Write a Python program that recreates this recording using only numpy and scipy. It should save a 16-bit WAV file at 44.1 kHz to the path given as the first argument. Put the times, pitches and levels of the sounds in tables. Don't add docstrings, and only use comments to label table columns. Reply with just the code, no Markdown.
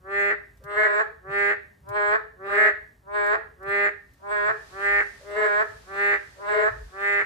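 import sys
import numpy as np
from scipy import signal
from scipy.fft import rfft, irfft, next_fast_len
from scipy.io import wavfile
from scipy.ndimage import map_coordinates

SR = 44100
rng = np.random.default_rng(int(sys.argv[2]) if len(sys.argv) > 2 else 0)


def int16_out(signal):
    q = np.round(np.clip(np.atleast_2d(signal).T, -1, 1) * 32767)
    wavfile.write(sys.argv[1], SR, q.astype(np.int16))


N = 319777
TIME = np.arange(N) / SR


# (start [s], end [s], level [dB], sac resonance change [dB],
# low harmonics change [dB], left minus right [dB], share of the croak until the sac is taut [0-1])
LEAD_CROAKS = [(.035, .332, -0.5, -2, 1, -2, 0.3), (1.24, 1.537, 1, -3, 0, -2, 0.32),
               (2.39, 2.71, 0, -2.5, 1, -3.5, .42), (3.6, 3.893, 0.5, -2, 0, -3, 0.33),
               (4.72, 5.026, 0.5, -1.5, -3, -3, 0.38), (5.868, 6.166, 1, -3, -3.5, -3, 0.39),
               (6.92, 7.228, 0, -1.5, -3.5, -2.5, 0.34)]
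# (left level [dB], right level [dB], phase by which left leads [rad])
LEAD_COLOUR = [(-54, -55.5, 0.5), (-29.5, -30, 0.36), (-34.5, -36.5, 0.77), (-39.5, -41.5, 0.42),
               (-44, -49.5, -2), (-37, -40, 1.01), (-37.5, -48, 1.82), (-45, -38, 3.5), (-36.5, -41, -1.83),
               (-50.5, -43, -0.5), (-44.5, -47.5, -2), (-52.5, -44.5, -2.5), (-43, -52, -2.5),
               (-58.5, -52.5, -1)]
# (start frequency [Hz], end frequency [Hz], width as random knots per second [Hz],
# level before flicker and effort [dB])
LEAD_OVERTONES = [(8700, 7000, 610, -65.5), (13200, 9200, 900, -71.5), (15500, 11800, 600, -74.5),
                  (7550, 7400, 2700, -62)]
LEAD_TIMING = dict(fill_s=0.014, settle_s=0.38, squeeze_s=0.023)
LEAD_PITCH = dict(held_hz=200.9, scoop_hz=16, scoop_s=.048, jump_hz=1.81, lift_hz=5.5)
LEAD_EFFORT = dict(soft_db=-22.5, swell_s=0.055, snap_db=2, squeeze_db=-2.5)
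LEAD_SAC = dict(slack_hz=1420, slack_db=9, taut_hz=1921, taut_db=19, sag_hz=140, press_db=3,
                width_hz=590, slack_low_db=-0.5)
LEAD_ROUGH = dict(slack=0.11, taut=0.022, broken=0.41, break_s=0.038)


def leading_toad():
    habits = (LEAD_TIMING, LEAD_PITCH, LEAD_EFFORT, LEAD_SAC, LEAD_ROUGH)
    return toad(LEAD_CROAKS, habits, LEAD_COLOUR, LEAD_OVERTONES, wet_db=-13)


# (start [s], end [s], level [dB], sac resonance change [dB],
# low harmonics change [dB], left minus right [dB], share of the croak until the sac is taut [0-1])
ANSWER_CROAKS = [(.72, 1.02, -1, -0.67, -0.3, 0.064, 0.28), (1.865, 2.162, 0, -0.73, -0.62, 0.89, 0.31),
                 (3.063, 3.358, -1, -1.6, -0.77, 0.45, 0.29), (4.22, 4.514, -2, -0.22, -0.78, 0.14, 0.318),
                 (5.325, 5.625, -1.5, -0.36, 0.63, 0.55, 0.301), (6.385, 6.688, -3, 0.2, 1.5, 0, 0.327)]
# (left level [dB], right level [dB], phase by which left leads [rad])
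ANSWER_COLOUR = [(-59, -58.5, 0.83), (-26, -25, 2.5), (-30, -32.5, 0.23), (-36, -33, 2.5),
                 (-35, -43.5, 0.69), (-39.5, -35.5, 3.5), (-42, -47, 1.5), (-42.5, -37, 2.5),
                 (-48, -47, 1.5), (-57.5, -49, 5), (-43, -43.5, 2.5), (-60, -53, -1.5), (-62.5, -51, 4.5),
                 (-58.5, -72, 5.5)]
# (start frequency [Hz], end frequency [Hz],
# width as random knots per second [Hz], level before flicker and effort [dB])
ANSWER_OVERTONES = [(8260, 7450, 900, -57), (13000, 19000, 2500, -81.5)]
ANSWER_TIMING = dict(fill_s=0.0064, settle_s=0.038, squeeze_s=0.03624)
ANSWER_PITCH = dict(held_hz=203.77, scoop_hz=12, scoop_s=0.01626, jump_hz=8.64, lift_hz=17.9)
ANSWER_EFFORT = dict(soft_db=-23, swell_s=0.049, snap_db=4, squeeze_db=4)
ANSWER_SAC = dict(slack_hz=1250, slack_db=8.5, taut_hz=1692, taut_db=17, sag_hz=80, press_db=4,
                  width_hz=613, slack_low_db=-3)
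ANSWER_ROUGH = dict(slack=0.071, taut=0.041, broken=0.28, break_s=0.026)


def answering_toad():
    habits = (ANSWER_TIMING, ANSWER_PITCH, ANSWER_EFFORT, ANSWER_SAC, ANSWER_ROUGH)
    return toad(ANSWER_CROAKS, habits, ANSWER_COLOUR, ANSWER_OVERTONES, wet_db=-12)


# (start [s], end [s], level [dB], sac resonance change [dB],
# low harmonics change [dB], left minus right [dB], share of the croak until the sac is taut [0-1])
THIRD_CROAKS = [(.63, .875, 0.51, -1, -5, 0.042, 0.57), (2.44, 2.69, 0.24, 0.5, -5, 0, 0.54),
                (5.23, 5.48, -1, -8.5, -1.5, 0.1, .52), (6.39, 6.64, -0.77, -11, -2, 0.2, 0.54)]
# (left level [dB], right level [dB], phase by which left leads [rad])
THIRD_COLOUR = [(-59.5, -56, -0.9), (-20.5, -27.5, 1.14), (-25.5, -28.5, -0.3), (-68.5, -40.5, -1.4),
                (-40, -55, -1), (-39, -41, 1.7), (-51.5, -43.5, 5), (-40, -39, 4.5), (-40, -40, -4.5),
                (-44, -39.5, 0), (-57.5, -50, 1.5), (-56.5, -62, 4.5), (-48, -50, -8.5), (-51, -67, -5)]
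THIRD_TIMING = dict(fill_s=0.0048, settle_s=1, squeeze_s=0.014)
THIRD_PITCH = dict(held_hz=205.5, scoop_hz=8, scoop_s=0.03554, jump_hz=8, lift_hz=3.4)
THIRD_EFFORT = dict(soft_db=-30.5, swell_s=0.046, snap_db=1.5, squeeze_db=-0.3)
THIRD_SAC = dict(slack_hz=1370, slack_db=11.5, taut_hz=1740, taut_db=21, sag_hz=60, press_db=2.5,
                 width_hz=522, slack_low_db=-4)
THIRD_ROUGH = dict(slack=0.097, taut=.035, broken=0.27, break_s=0.02)


def third_toad():
    habits = (THIRD_TIMING, THIRD_PITCH, THIRD_EFFORT, THIRD_SAC, THIRD_ROUGH)
    return toad(THIRD_CROAKS, habits, THIRD_COLOUR, ANSWER_OVERTONES, wet_db=-12)


MARGIN = .04


def toad(croaks, habits, colour, overtones, wet_db):
    out = np.zeros((2, N))
    for start, end, db, sac_db, low_db, pan_db, taut_share in croaks:
        sound = croak(end - start, taut_share, sac_db, low_db, habits, colour, overtones)
        sound = sound * amp([[db + pan_db / 2], [db - pan_db / 2]])
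        add(out, start - MARGIN, sound)
        add(out, start - MARGIN, basin(sound, wet_db))
    return out


# (frequency [Hz], level before the sac shapes it [dB])
UPPER_HARMONICS = [(3050, -59), (3600, -57.5), (4300, -61.5), (5000, -71), (6000, -77)]


def croak(length, taut_share, sac_db, throat_db, habits, colour, overtones,
          release_s=0.0096, jitter=0.076, doubling=0.47, rasp_db=-69):
    t = np.arange(int((length + 2 * MARGIN) * SR)) / SR - MARGIN
    size = len(t)
    pitch, level_db, low_db, sac_hz, height_db, sac_width_hz, rough = course(
        t, length, taut_share, *habits)
    drift = 1 + 0.0021 * wobble(52.6, size)
    cycles = np.cumsum(pitch * drift) / SR + jitter * rough * wobble(200, size)
    order = np.arange(1, 30)[:, None]
    hz = order * pitch

    effort_db = level_db * (1 + 0.17 * np.clip((hz - 1200) / 1000, 0, 1))
    onset_s = np.clip((hz - 1300) / 20000, .01, .08)
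    opening = amp(-400 * np.maximum(onset_s - t, 0))
    resonance_db = (height_db + sac_db) * np.exp(-((hz - sac_hz) / sac_width_hz) ** 2)
    lowest_db = (throat_db + low_db) * (order < 4)
    gain = opening * amp(effort_db + resonance_db + lowest_db)
    gain *= 1 + doubling * rough * np.cos(np.pi * cycles) * np.minimum(hz / 1500, 1)

    upper_db = along(UPPER_HARMONICS, hz[len(colour):].mean(axis=1))
    upper_lead = rng.uniform(-np.pi, np.pi, len(upper_db))
    harmonics = np.vstack([colour, np.c_[upper_db, upper_db, upper_lead]])
    left_db, right_db, lead = harmonics.T[..., None]
    start_phase = rng.normal(0, 1, order.shape) * np.minimum(order / 5, 2)
    turn = 2 * np.pi * order * cycles + start_phase
    turn += np.clip((hz - 2300) / 1500, 0, .7) * np.array([wobble(90, size) for _ in order])
    left = amp(left_db) * np.cos(turn + lead / 2)
    right = amp(right_db) * np.cos(turn - lead / 2)
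    buzz = (gain * np.array([left, right])).sum(axis=1)

    air = amp(rasp_db) * rng.standard_normal((2, size))
    for start_hz, end_hz, width_hz, db in overtones:
        glide_hz = start_hz + (end_hz - start_hz) * t / length
        glide = 2 * np.pi * np.cumsum(glide_hz * (1 + 0.01 * wobble(20, size))) / SR
        band = np.array([wobble(width_hz, size) * np.cos(glide) + wobble(width_hz, size) * np.sin(glide)
                         for ear in range(2)])
        air += amp(db + 2.83 * wobble(30.5, size)) * band
    air *= opening[-1] * (1 + .5 * np.cos(2 * np.pi * cycles))
    fade = np.exp(-np.maximum(t - length, 0) / release_s)
    return fade * (buzz + amp(level_db) * air)


BREAK_EDGE_S = .006
FADE_DB, FADE_S = -5.5, 0.021


def course(t, length, taut_share, timing, tune, effort, sac, rough):
    t = np.clip(t, 0, length)
    since_taut = t - taut_share * length
    taut = step(since_taut, timing["fill_s"])
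    slack = 1 - taut
    snap = taut * np.exp(-np.maximum(since_taut, 0) / timing["settle_s"])
    squeeze = np.exp((t - length) / timing["squeeze_s"])
    broken = step(t - length + rough["break_s"], BREAK_EDGE_S)

    pitch = tune["held_hz"] - tune["scoop_hz"] * np.exp(-t / tune["scoop_s"])
    pitch += tune["jump_hz"] * snap + tune["lift_hz"] * squeeze
    level_db = effort["soft_db"] * np.exp(-t / effort["swell_s"])
    level_db += effort["snap_db"] * snap + effort["squeeze_db"] * squeeze
    level_db += FADE_DB * np.clip(1 - (length - t) / FADE_S, 0, 1)
    low_db = sac["slack_low_db"] * slack
    sac_hz = sac["slack_hz"] * slack + sac["taut_hz"] * taut - sac["sag_hz"] * squeeze
    height_db = sac["slack_db"] * slack + sac["taut_db"] * taut + sac["press_db"] * squeeze
    roughness = rough["slack"] * slack + rough["taut"] * taut + rough["broken"] * broken
    return pitch, level_db, low_db, sac_hz, height_db, sac["width_hz"], roughness


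# (frequency [Hz], time to fall 60 dB [s])
WALL_DECAY = [(200, .35), (430, 0.47), (700, 0.4), (1400, 0.32), (1850, 0.42), (2250, 0.36), (4000, 0.46),
              (12000, 0.093)]


def basin(x, wet_db, build_s=0.0042):
    hz, t, z = signal.stft(rng.standard_normal((2, SR // 2)), SR, nperseg=256)
    decay = amp(-60 * t / along(WALL_DECAY, hz)[:, None])
    build = 1 - np.exp(-t / build_s)
    tail = signal.istft(z * decay * build, SR, nperseg=256)[1]
    return amp(wet_db) * signal.fftconvolve(x, tail / np.linalg.norm(tail[0]), axes=1)


# (time [s], length [s], frequency [Hz], level of the steady part [dB])
CROAK_GRUNTS = [(.625, 0.016, 537, -54), (4.22, 0.015, 640, -61.5), (5.23, 0.02, 564, -50.5),
                (6.39, 0.02, 572, -51.5)]
# (time [s], length [s], frequency [Hz], level of the steady part [dB])
MICROPHONE_BUMPS = [(0.653, 0.0099, 120.6, -49), (1.297, 0.018, 138.7, -45), (1.838, .025, 135, -55),
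                    (1.902, 0.027, 115.4, -48), (3.682, 0.013, 125, -48), (4.512, 0.041, 114, -54),
                    (4.95, 0.16, 55.9, -53), (5.727, 0.054, 100, -55.5), (6.73, 0.078, 107.5, -50.5),
                    (6.796, 0.077, 54.15, -40.5)]


def grunts_and_bumps():
    out = np.zeros(N)
    for s, length, hz, db in CROAK_GRUNTS + MICROPHONE_BUMPS:
        turn = 2 * np.pi * hz * TIME
        swell = np.exp(-((TIME - s) / length) ** 2)
        out += amp(db) * swell * (np.cos(turn) + 1.22 * wobble(hz / 2, N) * np.sin(turn))
    return out


# (time [s], level before the common gain [dB])
TICK_TIMES = [(0.5724, -54.5), (0.639, -46.5), (1.8886, -42), (3.266, -42), (3.6284, -50.5), (4.136, -54)]


def ticks(t60=0.069, gain_db=-6):
    out, t = np.zeros((2, N)), np.arange(SR // 8) / SR
    for s, db in TICK_TIMES:
        add(out, s, amp(db + gain_db - 60 * t / t60) * rng.standard_normal((2, len(t))))
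    return out


# (frequency [Hz], relative level [dB])
HISS_SPECTRUM = [(300, 14), (1500, 15), (3000, 10), (4700, 11), (7000, 7), (12500, -1), (15000, -35.5)]
HISS_PEAK_S, HISS_DB, HISS_RISE_DB_PER_S, HISS_SINK_DB_PER_S = 4.7, -54, 32, 2


def hiss():
    since_peak = TIME - HISS_PEAK_S
    hiss_db = HISS_DB + np.minimum(HISS_RISE_DB_PER_S * since_peak, -HISS_SINK_DB_PER_S * since_peak)
    return amp(hiss_db) * noise(HISS_SPECTRUM, side=1.0)


# (frequency [Hz], relative level [dB])
RUMBLE_SPECTRUM = [(20, -34.5), (38, -26), (54, -3.5), (70, -8.5), (110, -13), (200, -21.5), (500, -33.5),
                   (1200, -36), (3000, -45), (15000, -50.5)]


def rumble():
    return amp(-58 + wobble(8.5, N)) * noise(RUMBLE_SPECTRUM, side=0.11)


def noise(colour, side):
    a, b = filtered(rng.standard_normal((2, N)), lambda hz: amp(along(colour, hz)))
    return unit(np.array([a + side * b, a - side * b]))


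def amp(db):
    return 10 ** (np.asarray(db) / 20)


def unit(x):
    return x / np.sqrt(np.mean(x ** 2) + 1e-20)


def along(points, hz):
    f, v = np.transpose(points)
    return np.interp(np.log(hz + 1), np.log(f + 1), v)


def wobble(rate, size):
    knots = rng.standard_normal(int(size * rate / SR) + 4)
    return map_coordinates(knots, [np.arange(size) * rate / SR])


def step(t, width):
    return .5 + .5 * np.tanh(t / (2 * width))


def filtered(x, response):
    m = next_fast_len(N + SR // 2)
    return irfft(rfft(x, m) * response(np.fft.rfftfreq(m, 1 / SR)), m)[..., :N]


def add(track, s, sound):
    part = track[:, max(0, round(s * SR)):][:, :sound.shape[-1]]
    part += sound[..., :part.shape[-1]]


def scene():
    toads = leading_toad() + answering_toad() + third_toad()
    return toads + grunts_and_bumps() + ticks() + hiss() + rumble()


TOP_HZ = 15400


def record(dry):
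    return filtered(dry, lambda hz: hz < TOP_HZ)


dry = scene()
out = record(dry)
int16_out(out)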